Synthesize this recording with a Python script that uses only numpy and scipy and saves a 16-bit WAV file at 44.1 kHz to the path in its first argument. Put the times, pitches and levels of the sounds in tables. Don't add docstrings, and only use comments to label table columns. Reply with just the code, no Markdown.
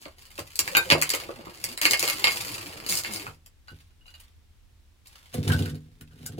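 import sys
import numpy as np
from scipy import signal
from scipy.fft import rfft, irfft
from scipy.io import wavfile
from scipy.ndimage import uniform_filter1d

SR = 44100
rng = np.random.default_rng(int(sys.argv[2]) if len(sys.argv) > 2 else 0)


def digitize_waveform(pressure):
    field = np.atleast_2d(pressure).T
    bounded = np.clip(field, -1, 1)
    quanta = np.round(bounded * 32767).astype(np.int16)
    wavfile.write(sys.argv[1], SR, quanta)


N = 281799
TIME = np.arange(N) / SR

# (t/s, snap level/dB, crack level/dB, release/s)
SNAPS = [(0.055, -30, -51, 0.0014), (0.3786, -28.5, -36.5, 0.0029), (0.3908, -25, -30, 0.0038),
         (0.5558, -34.5, -26.5, .002), (0.5908, -9.5, -10, 0.0021), (0.6762, -17.5, -30.5, .0025),
         (0.7500, -11, -24.5, 0.00094), (0.7688, -11.5, -9.5, 0.00067), (0.9005, -3, -19, .004),
         (0.912, -4, -27, 0.0027), (0.9200, -2.5, -17.5, .003), (1.0151, -24, -17, 0.0013),
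         (1.0228, -13, -14.5, 0.00087), (1.0919, -25, -20, 0.0021), (1.1020, -19, -16.5, 0.0018),
         (1.135, -13.5, -21.5, .006), (1.149, -21, -21, 0.0011), (1.6398, -23.5, -19, 0.0025),
         (1.7752, -25, -26.5, 0.0018), (1.8137, -14, -17.5, .0035), (1.8322, -17.5, -27, 0.00076),
         (1.8485, -22.5, -22.5, .001), (1.8530, -4, -17.5, 0.0019), (1.909, -16.5, -10.5, 0.0019),
         (1.9335, -7.5, -18, 0.00092), (1.9738, -34, -27, 0.0002), (1.994, -21.5, -16.5, 0.0018),
         (2.0265, -17.5, -17.5, 0.0022), (2.0423, -23.5, -25.5, 0.00047), (2.0532, -25.5, -25.5, 0.00084),
         (2.0762, -14, -19, 0.0029), (2.0855, -17.5, -24, 0.0011), (2.0991, -17.5, -19, .001),
         (2.2212, -26.5, -28, .0005), (2.2415, -4.5, -17.5, .0016), (2.2701, -9, -26.5, 0.0021),
         (2.2813, -15, -26, 0.0012), (2.542, -44, -30, .001), (2.8632, -27, -29.5, 0.0017),
         (2.8907, -32, -20.5, 0.00095), (2.8952, -32.5, -20.5, 0.0021), (2.9168, -45, -19.5, 0.00039),
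         (2.9239, -21, -21, 0.00098), (2.9536, -34, -20.5, 0.00075), (2.9737, -36, -22, 0.00072),
         (2.988, -33, -24, 0.00056), (3.0360, -25, -32, 0.00065), (3.0468, -21, -43, .002),
         (3.0610, -33, -44, 0.00067), (3.136, -30, -24.5, 0.0011), (3.1605, -30, -27.5, 0.00073),
         (3.1975, -28, -36, 0.0011), (3.3455, -59, -56, 0.0012)]
# (t/s, push on the floor/dB)
ROLL = [(5.325, -30), (5.346, -30), (5.388, -36), (5.45, -27.5), (5.488, -22.5), (5.618, -24.5),
        (5.74, -35), (5.81, -53.5), (5.954, -56.5), (6.004, -58), (6.198, -44), (6.244, -35),
        (6.356, -43.5), (6.39, -34)]
# (f/Hz, level/dB)
CRACKLE_SPECTRUM = [(500, -21.5), (900, -3.5), (1200, -0.5), (1500, -4), (2300, 2.5), (3000, 0),
                    (3600, -7.5), (4700, -2.5), (5700, -17), (8000, -29.5)]
# (f/Hz, level/dB)
CRACK_SPECTRUM = [(3000, -17), (4700, 4), (5900, -6), (7100, 0), (7900, -1), (9300, -3), (12000, -3),
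                  (16000, -6)]
# (f/Hz, level/dB)
FLEX_SPECTRUM = [(60, -17.5), (110, 2), (180, -15.5), (270, -16), (360, -7.5), (450, -8.5), (800, -11.5),
                 (1500, -17.5)]
# (f/Hz, level/dB)
RUSTLE_SPECTRUM = [(400, -5.5), (1200, -1), (2900, 1.5), (4600, -0.5), (6000, -6), (10000, -6),
                   (16000, -10)]
PULL_ATTACK_S, PULL_RELEASE_DB_PER_S = 0.025, 296.5
SLAP_RELEASE_S = 0.007


def from_db(db):
    return 10 ** (np.asarray(db) / 20)


def rms_one(x):
    return x / np.sqrt(np.mean(x ** 2) + 1e-20)


def at_hz(points, hz):
    f, value = np.transpose(points)
    return np.interp(np.log(hz), np.log(f), value)


def add(track, s, sound):
    i = int(s * SR)
    track[i:i + len(sound)] += sound[:N - i]


def convolve(x, response):
    return signal.fftconvolve(x, response, axes=-1)[..., :N]


def colour(x, spectrum, size=4096):
    hz = np.maximum(np.arange(size // 2 + 1) * SR / size, 1)
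    octaves_outside = np.abs(np.log2(hz / np.clip(hz, spectrum[0][0], spectrum[-1][0])))
    gain = from_db(at_hz(spectrum, hz) - 20 * octaves_outside)
    cepstrum = irfft(np.log(gain))
    response = irfft(np.exp(rfft(2 * cepstrum[:size // 2], size)))
    return convolve(x, response / np.linalg.norm(response))


def drift(per_s):
    knots = rng.standard_normal(4000)
    return rms_one(np.interp(TIME * per_s, np.arange(len(knots)), knots))


def stroke(start_s, length_s, attack_s, release_db_per_s, sag_db=0):
    age = TIME - start_s
    sag = sag_db * np.clip(age / length_s, 0, 1)
    release = release_db_per_s * np.maximum(age - length_s, 0)
    return np.clip(age / attack_s, 0, 1) * from_db(-sag - release)


def grains(per_s, spread_db, clump_db):
    sizes = from_db(spread_db * np.minimum(rng.exponential(1, N), 4) + clump_db * drift(170))
    happens = rng.random(N) < per_s / SR
    clicks = sizes * rng.choice([-1, 1], N) * happens
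    power = np.abs(uniform_filter1d(clicks ** 2, SR // 20))
    return clicks / np.sqrt(power + 1e-9)


def burst(release_s, size=1500):
    age = TIME[:size] / max(release_s, 1e-4)
    sizes = from_db(4.3 * np.clip(rng.standard_normal(size), -2, 2))
    run = rng.standard_normal(size) * sizes * np.sqrt(age) * np.exp(-2 * age)
    clicks = run / np.linalg.norm(run)
    clicks[np.argmin(np.abs(age - 0.5))] += rng.choice([-1, 1])
    return clicks / np.linalg.norm(clicks) * np.sqrt(SR / 100)


def push(contact_s):
    age = TIME[:SR // 20] / max(contact_s, 1e-4)
    force = age * np.exp(-5 * age)
    return force / force.sum()


def ring(force, hz, t60):
    radius, angle = from_db(-60 / (t60 * SR)), 2 * np.pi * hz / SR
    feedback = [1, -2 * radius * np.cos(angle), radius * radius]
    return signal.lfilter([0, np.sin(angle)], feedback, force + 1e-18)


def strike(times, levels_db, modes):
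    force = np.zeros(N)
    force[(times * SR).astype(int)] = from_db(levels_db)
    return sum(from_db(db) * ring(force, hz, t60) * (-1) ** k for k, (hz, db, t60) in enumerate(modes))


def groan(hz, wander_octaves=0.18):
    pitch = hz * 2 ** (wander_octaves * drift(24))
    return rms_one(drift(45) * np.sin(2 * np.pi * np.cumsum(pitch) / SR))


def diffuse_bands(size):
    # (f/Hz, likeness from 0 to 1)
    likeness = [(30, .4), (80, 1), (350, 0.14), (700, 0.76), (1200, 0.2), (2400, 0.06), (16000, 0.2)]
    edges = 22 * 2 ** (np.arange(20) / 2)
    white = rng.standard_normal((2, 2, size))
    for k, (low, high) in enumerate(zip(edges, edges[1:])):
        band = signal.butter(2, [low, high], "band", fs=SR, output="sos")
        mid, side = signal.sosfilt(band, white[k % 2])
        hz = np.sqrt(low * high)
        alike = np.clip(at_hz(likeness, hz), -1, 1)
        stereo = np.sqrt(1 + alike) * mid + np.sqrt(1 - alike) * side * [[1], [-1]]
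        yield hz, stereo / np.sqrt(2)


def rumble():
    # (f/Hz, level/dB)
    spectrum = [(25, 1), (45, -6), (80, -0.5), (125, -22.5), (220, -21), (600, -33.5), (3000, -32.5),
                (7000, -38.5), (16000, -42.5)]
    noise_bands = diffuse_bands(N)
    return from_db(-57.5) * rms_one(sum(from_db(at_hz(spectrum, hz)) * noise for hz, noise in noise_bands))


def peeling():
    # (start t/s, length/s, crackle level/dB, slackening over the pull/dB,
    # fizz level against crackle/dB, flexing level/dB)
    pulls = [(-0.01, 0.14, -47, 14, 1, -62), (0.16, 0.85, -54.5, -3.5, -2, -65.5),
             (0.615, 0.76, -39.5, 10, 0, -48), (0.87, 0.35, -39, -1.5, -6.5, -54),
             (1.288, 0.21, -54.5, -7.5, -11.5, -51), (1.488, 0.24, -51.5, -6, -3.5, -55.5),
             (1.615, 0.11, -43, 0.5, 0, -48), (1.811, 0.12, -33.5, 4, 3.5, -39),
             (1.977, 0.7, -33, 9.5, -1, -45.5), (2.283, 0.64, -33, 14, 1, -43.5),
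             (2.864, 0.12, -34, 2, 5, -42), (3.038, 0.14, -34, 8.5, -4.5, -42.5),
             (3.099, 0.19, -37.5, 10.5, 2, -46.5)]
    fizz_slackens, flex_slackens = 1.6, 0.23
    full_rip_db = 3.5
    crackle, fizz, rip, flex = np.zeros((4, N))
    for s, length_s, db, sag_db, fizz_db, flex_db in pulls:
        pull = s, length_s, PULL_ATTACK_S, PULL_RELEASE_DB_PER_S
        bright = from_db(db + fizz_db) * stroke(*pull, fizz_slackens * sag_db)
        fast = np.clip(fizz_db / full_rip_db, 0, 0.9)
        crackle = np.maximum(crackle, from_db(db) * stroke(*pull, sag_db))
        fizz = np.maximum(fizz, np.sqrt(1 - fast) * bright)
        rip = np.maximum(rip, np.sqrt(fast) * bright)
        flex = np.maximum(flex, from_db(flex_db) * stroke(*pull, flex_slackens * sag_db))
    jumps = grains(per_s=1100, spread_db=5.0, clump_db=4.0)
    run = grains(per_s=11000, spread_db=5.0, clump_db=6.5)
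    rubber = grains(per_s=550, spread_db=7.0, clump_db=1.5)
    sheet = from_db(-4.0) * colour(rubber * flex, FLEX_SPECTRUM)
    sheet += from_db(-11.0) * flex * (groan(205) + groan(335))
    dull = from_db(-6.5) * colour(jumps * crackle, CRACKLE_SPECTRUM)
    sharp = from_db(-2.5) * colour(jumps * fizz + run * rip, CRACK_SPECTRUM)
    return dull + sharp + sheet


def snaps():
    # (t/s, level/dB)
    slaps = [(0.0572, -36.5), (0.385, -31), (0.775, -28), (0.922, -19.5), (0.948, -24), (1.1361, -31),
             (1.222, -42), (1.2893, -27), (1.39, -38.5), (1.4663, -37.5), (2.028, -27)]
    # (f/Hz, level/dB)
    flap_spectrum = [(100, -13), (220, -14.5), (340, 2), (430, -6), (560, 3.5), (800, -9), (1200, -4),
                     (2000, -34.5)]
    flap, snap, crack = np.zeros((3, N))
    for s, db, crack_db, release_s in SNAPS:
        add(snap, s, from_db(db) * burst(release_s))
        add(crack, s, from_db(crack_db) * burst(release_s))
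        add(flap, s, from_db(db - 24.5) * burst(SLAP_RELEASE_S))
    for s, db in slaps:
        add(flap, s, from_db(db) * burst(SLAP_RELEASE_S))
    snapping = from_db(-14.5) * colour(snap, CRACKLE_SPECTRUM)
    cracking = from_db(-8.5) * colour(crack, CRACK_SPECTRUM)
    return snapping + cracking + from_db(-3.0) * colour(flap, flap_spectrum)


def plucked_ice():
    # (f/Hz, level/dB, t60/s)
    upright_modes = [(1174, -5, .13), (1800, -11, .12), (2172, 6, .15), (2482, -4, .11), (2750, -1, .13),
                     (3133, -7, .12), (4115, -3, .12), (4420, -4, .13), (4815, 1, .15), (7125, -6, .14)]
    covered_db, bare_db, bare_at_s = -38, -20.5, 1.7
    s, db = np.transpose(SNAPS)[:2]
    freedom_db = np.interp(s, [0, bare_at_s], [covered_db, bare_db])
    return strike(s, db + freedom_db, upright_modes)


def roll_push():
    s, db = np.transpose(ROLL)
    return from_db(np.interp(TIME, s, db, left=-120))


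def rolling_studs():
    studs_per_s, jitter, contact_s = 42, 0.247, 0.0047
    force = np.zeros(N)
    times = np.arange(ROLL[0][0], ROLL[-1][0], 1 / studs_per_s)
    for s, (late, softness) in zip(times, rng.standard_normal((100, 2))):
        landing_s = min(s + jitter * late / studs_per_s, TIME[-1])
        add(force, landing_s, push(contact_s * 2 ** (0.31 * softness)))
    return from_db(6.5) * roll_push() * force


def floor_bumps():
    # (t/s, level/dB, contact time/s)
    bumps = [(0.395, -27, 0.012), (0.595, -23, 0.017), (0.914, -23, 0.00067), (3.271, -34.5, 0.0046),
             (3.712, -21, 0.015), (5.343, -29.5, 0.00018), (5.376, -15, 0.0046), (5.403, -18, 0.0083),
             (5.484, -13.5, 0.0037), (5.496, -17, 0.0055), (5.534, -9, 0.023), (5.599, -13.5, 0.0052),
             (5.621, -21, 0.0068), (5.675, -24, 0.0052), (5.724, -26.5, 0.0051), (5.754, -33.5, 0.0033),
             (6.007, -38, 0.0032), (6.380, -24, 0.0022)]
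    # (f/Hz, level/dB, t60/s)
    floor_modes = [(79.4, -14.5, 0.4), (100, -4.5, 0.17), (154.3, -4.5, 0.4), (187, -7.5, 0.1),
                   (240, -4.5, 0.25), (286.7, -7.5, 0.35), (354, -9.5, 0.14), (430, -2.5, 0.14),
                   (497, -8, 0.3), (720, -3.5, 0.1)]
    force = rolling_studs()
    for s, db, contact_s in bumps:
        add(force, s, from_db(db) * push(contact_s))
    boom = np.zeros(N)
    for k, (hz, db, t60) in enumerate(floor_modes):
        share = from_db(db - 2.0 + 2.5 * drift(50))
        boom += ring(force * share, hz, t60) * (-1) ** k
    crush = signal.lfilter([1], [1, -np.exp(-1 / (0.012 * SR))], force) * rng.standard_normal(N)
    dull = signal.butter(2, 260, fs=SR, output="sos")
    mutter = signal.sosfilt(dull, colour(crush, FLEX_SPECTRUM))
    no_deep_bass = signal.butter(5, 68, "high", fs=SR, output="sos")
    return signal.sosfilt(no_deep_bass, boom + from_db(-12.5) * mutter)


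def straining():
    # (start t/s, length/s, level/dB)
    strains = [(0.688, 0.045, -41), (0.849, 0.13, -43)]
    tension = np.zeros(N)
    for s, length_s, db in strains:
        tension += from_db(db) * stroke(s, length_s, PULL_ATTACK_S, PULL_RELEASE_DB_PER_S)
    return tension * groan(553, wander_octaves=0.061)


def ice_blows():
    # (t/s, level/dB, contact time/s)
    knocks = [(0.751, -17.5, 0.00022), (0.7698, -14.5, 0.000075), (0.784, -15, 0.0015)]
    # (t/s, ring level/dB, overtones against ring/dB, skid time/s)
    taps = [(3.682, -48, 12.5, .0012), (3.701, -42, -7, .003), (3.905, -65, 10, 0.0038),
            (4.009, -65, 7, .002), (4.056, -54, 6, .003), (4.079, -51.5, 12.5, .003),
            (4.138, -52, 15.5, .006), (5.498, -19.5, -14, 0.013), (5.522, -21.5, -19, 0.0088),
            (5.647, -35.5, -28, 0.024), (6.007, -50, -14, 0.0085), (6.107, -53, -14.5, 0.0099),
            (6.261, -37.5, -14, 0.0023)]
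    # (f/Hz, level/dB, t60/s)
    knock_modes = [(1430, -11, .1), (1561, -1, .16), (2428, 3, .11), (3760, -1, .14)]
    # (f/Hz, level/dB, t60/s)
    tipped_modes = [(1507, -2, .1), (1575, -6, .07), (2875, -3, .08), (4091, -15, .04), (4700, -11, .04),
                    (6971, -22, .04)]
    knock, soft, hard = np.zeros((3, N))
    for s, db, contact_s in knocks:
        add(knock, s, from_db(db) * push(contact_s))
    for s, db, overtones_db, skid_s in taps:
        skid = burst(skid_s, size=4000)
        skid *= from_db(db) / np.linalg.norm(skid)
        add(soft, s, skid)
        add(hard, s, skid * from_db(overtones_db))
    soft += from_db(-56.5) * roll_push() * grains(per_s=470, spread_db=-1, clump_db=1)
    rings = sum(from_db(db) * ring(knock, hz, t60) for hz, db, t60 in knock_modes)
    for k, (hz, db, t60) in enumerate(tipped_modes):
        force = soft if k < 2 else hard
        rings += from_db(db) * ring(force, hz, t60)
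    tick = from_db(6.5) * colour(hard, RUSTLE_SPECTRUM)
    return rings + tick


def grip():
    # (t/s, level/dB)
    grips = [(3.2668, -22.5), (3.312, -44)]
    # (f/Hz, level/dB, t60/s)
    grip_modes = [(850, -7, .008), (1336, 0, .011), (2525, -8, .014)]
    return strike(*np.transpose(grips), grip_modes)


def bubble_wrap():
    # (start t/s, length/s, level/dB)
    shifts = [(3.655, 0.16, -59), (4.051, 0.2, -58.5), (5.036, 0.33, -56.5)]
    # (t/s, level/dB, crack against that/dB)
    crinkles = [(3.46, -56, 4), (4.200, -56.5, 3.5), (5.07, -69, 18.5), (5.155, -52.5, -25),
                (5.34, -41, -0.5), (5.477, -32, -19), (5.519, -33, -22), (5.572, -60, -1),
                (6.009, -50.5, -6), (6.261, -47, 11)]
    load = from_db(-14.5) * roll_push()
    for s, length_s, db in shifts:
        load += from_db(db) * stroke(s, length_s, attack_s=0.012, release_db_per_s=216)
    film = from_db(-5.0) * load * grains(per_s=610, spread_db=-0.5, clump_db=6.5)
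    crack = np.zeros(N)
    for s, db, crack_db in crinkles:
        fold = from_db(db) * burst(release_s=0.0051)
        add(film, s, fold)
        add(crack, s, fold * from_db(crack_db))
    return colour(film, RUSTLE_SPECTRUM) + colour(crack, CRACK_SPECTRUM)


def walls(tail_db):
    # (f/Hz, t60/s)
    tail_t60 = [(200, 0.056), (550, 0.17), (1400, 0.14), (3700, 0.097), (10000, 0.099), (16000, 0.047)]
    early_db, early_t60 = -6, 0.007
    age = TIME[:SR // 3]
    early_onset = age > 0.0008
    tail_onset = 1 - np.exp(-(age / 0.005) ** 2)
    response = np.zeros((2, len(age)))
    for hz, noise in diffuse_bands(len(age)):
        early = early_db, early_t60, early_onset
        tail = tail_db, at_hz(tail_t60, hz), tail_onset
        for db, t60, onset in (early, tail):
            fade = np.exp(-np.log(1000) * age / t60) * onset
            response += from_db(db) * noise * fade / np.linalg.norm(fade)
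    return response


def direct(x):
    return np.array([x, np.pad(x, (13, 0))[:N]])


def freezer(x, tail_db):
    shares = np.array([drift(40) for spot in range(3)])
    shares /= np.linalg.norm(shares, axis=0)
    echoes = sum(convolve(x[None] * share, walls(tail_db)) for share in shares)
    return direct(x) + echoes


def scene():
    crackling = freezer(peeling() + straining() + snaps() + bubble_wrap(), tail_db=0.36)
    ice = from_db(-2) * freezer(ice_blows() + plucked_ice() + grip(), tail_db=0.0)
    return crackling + ice + direct(floor_bumps()) + rumble()


def record(dry):
    b, a = signal.iirpeak(13000, 2, fs=SR)
    right = dry[1] - 0.42 * signal.lfilter(b, a, dry[1])
    stereo = np.clip([dry[0], from_db(0.6) * right], -1, 1)
    top_cut = signal.ellip(10, 0.2, 90, 16000, fs=SR, output="sos")
    return signal.sosfilt(top_cut, stereo)


dry = scene()
out = record(dry)
digitize_waveform(out)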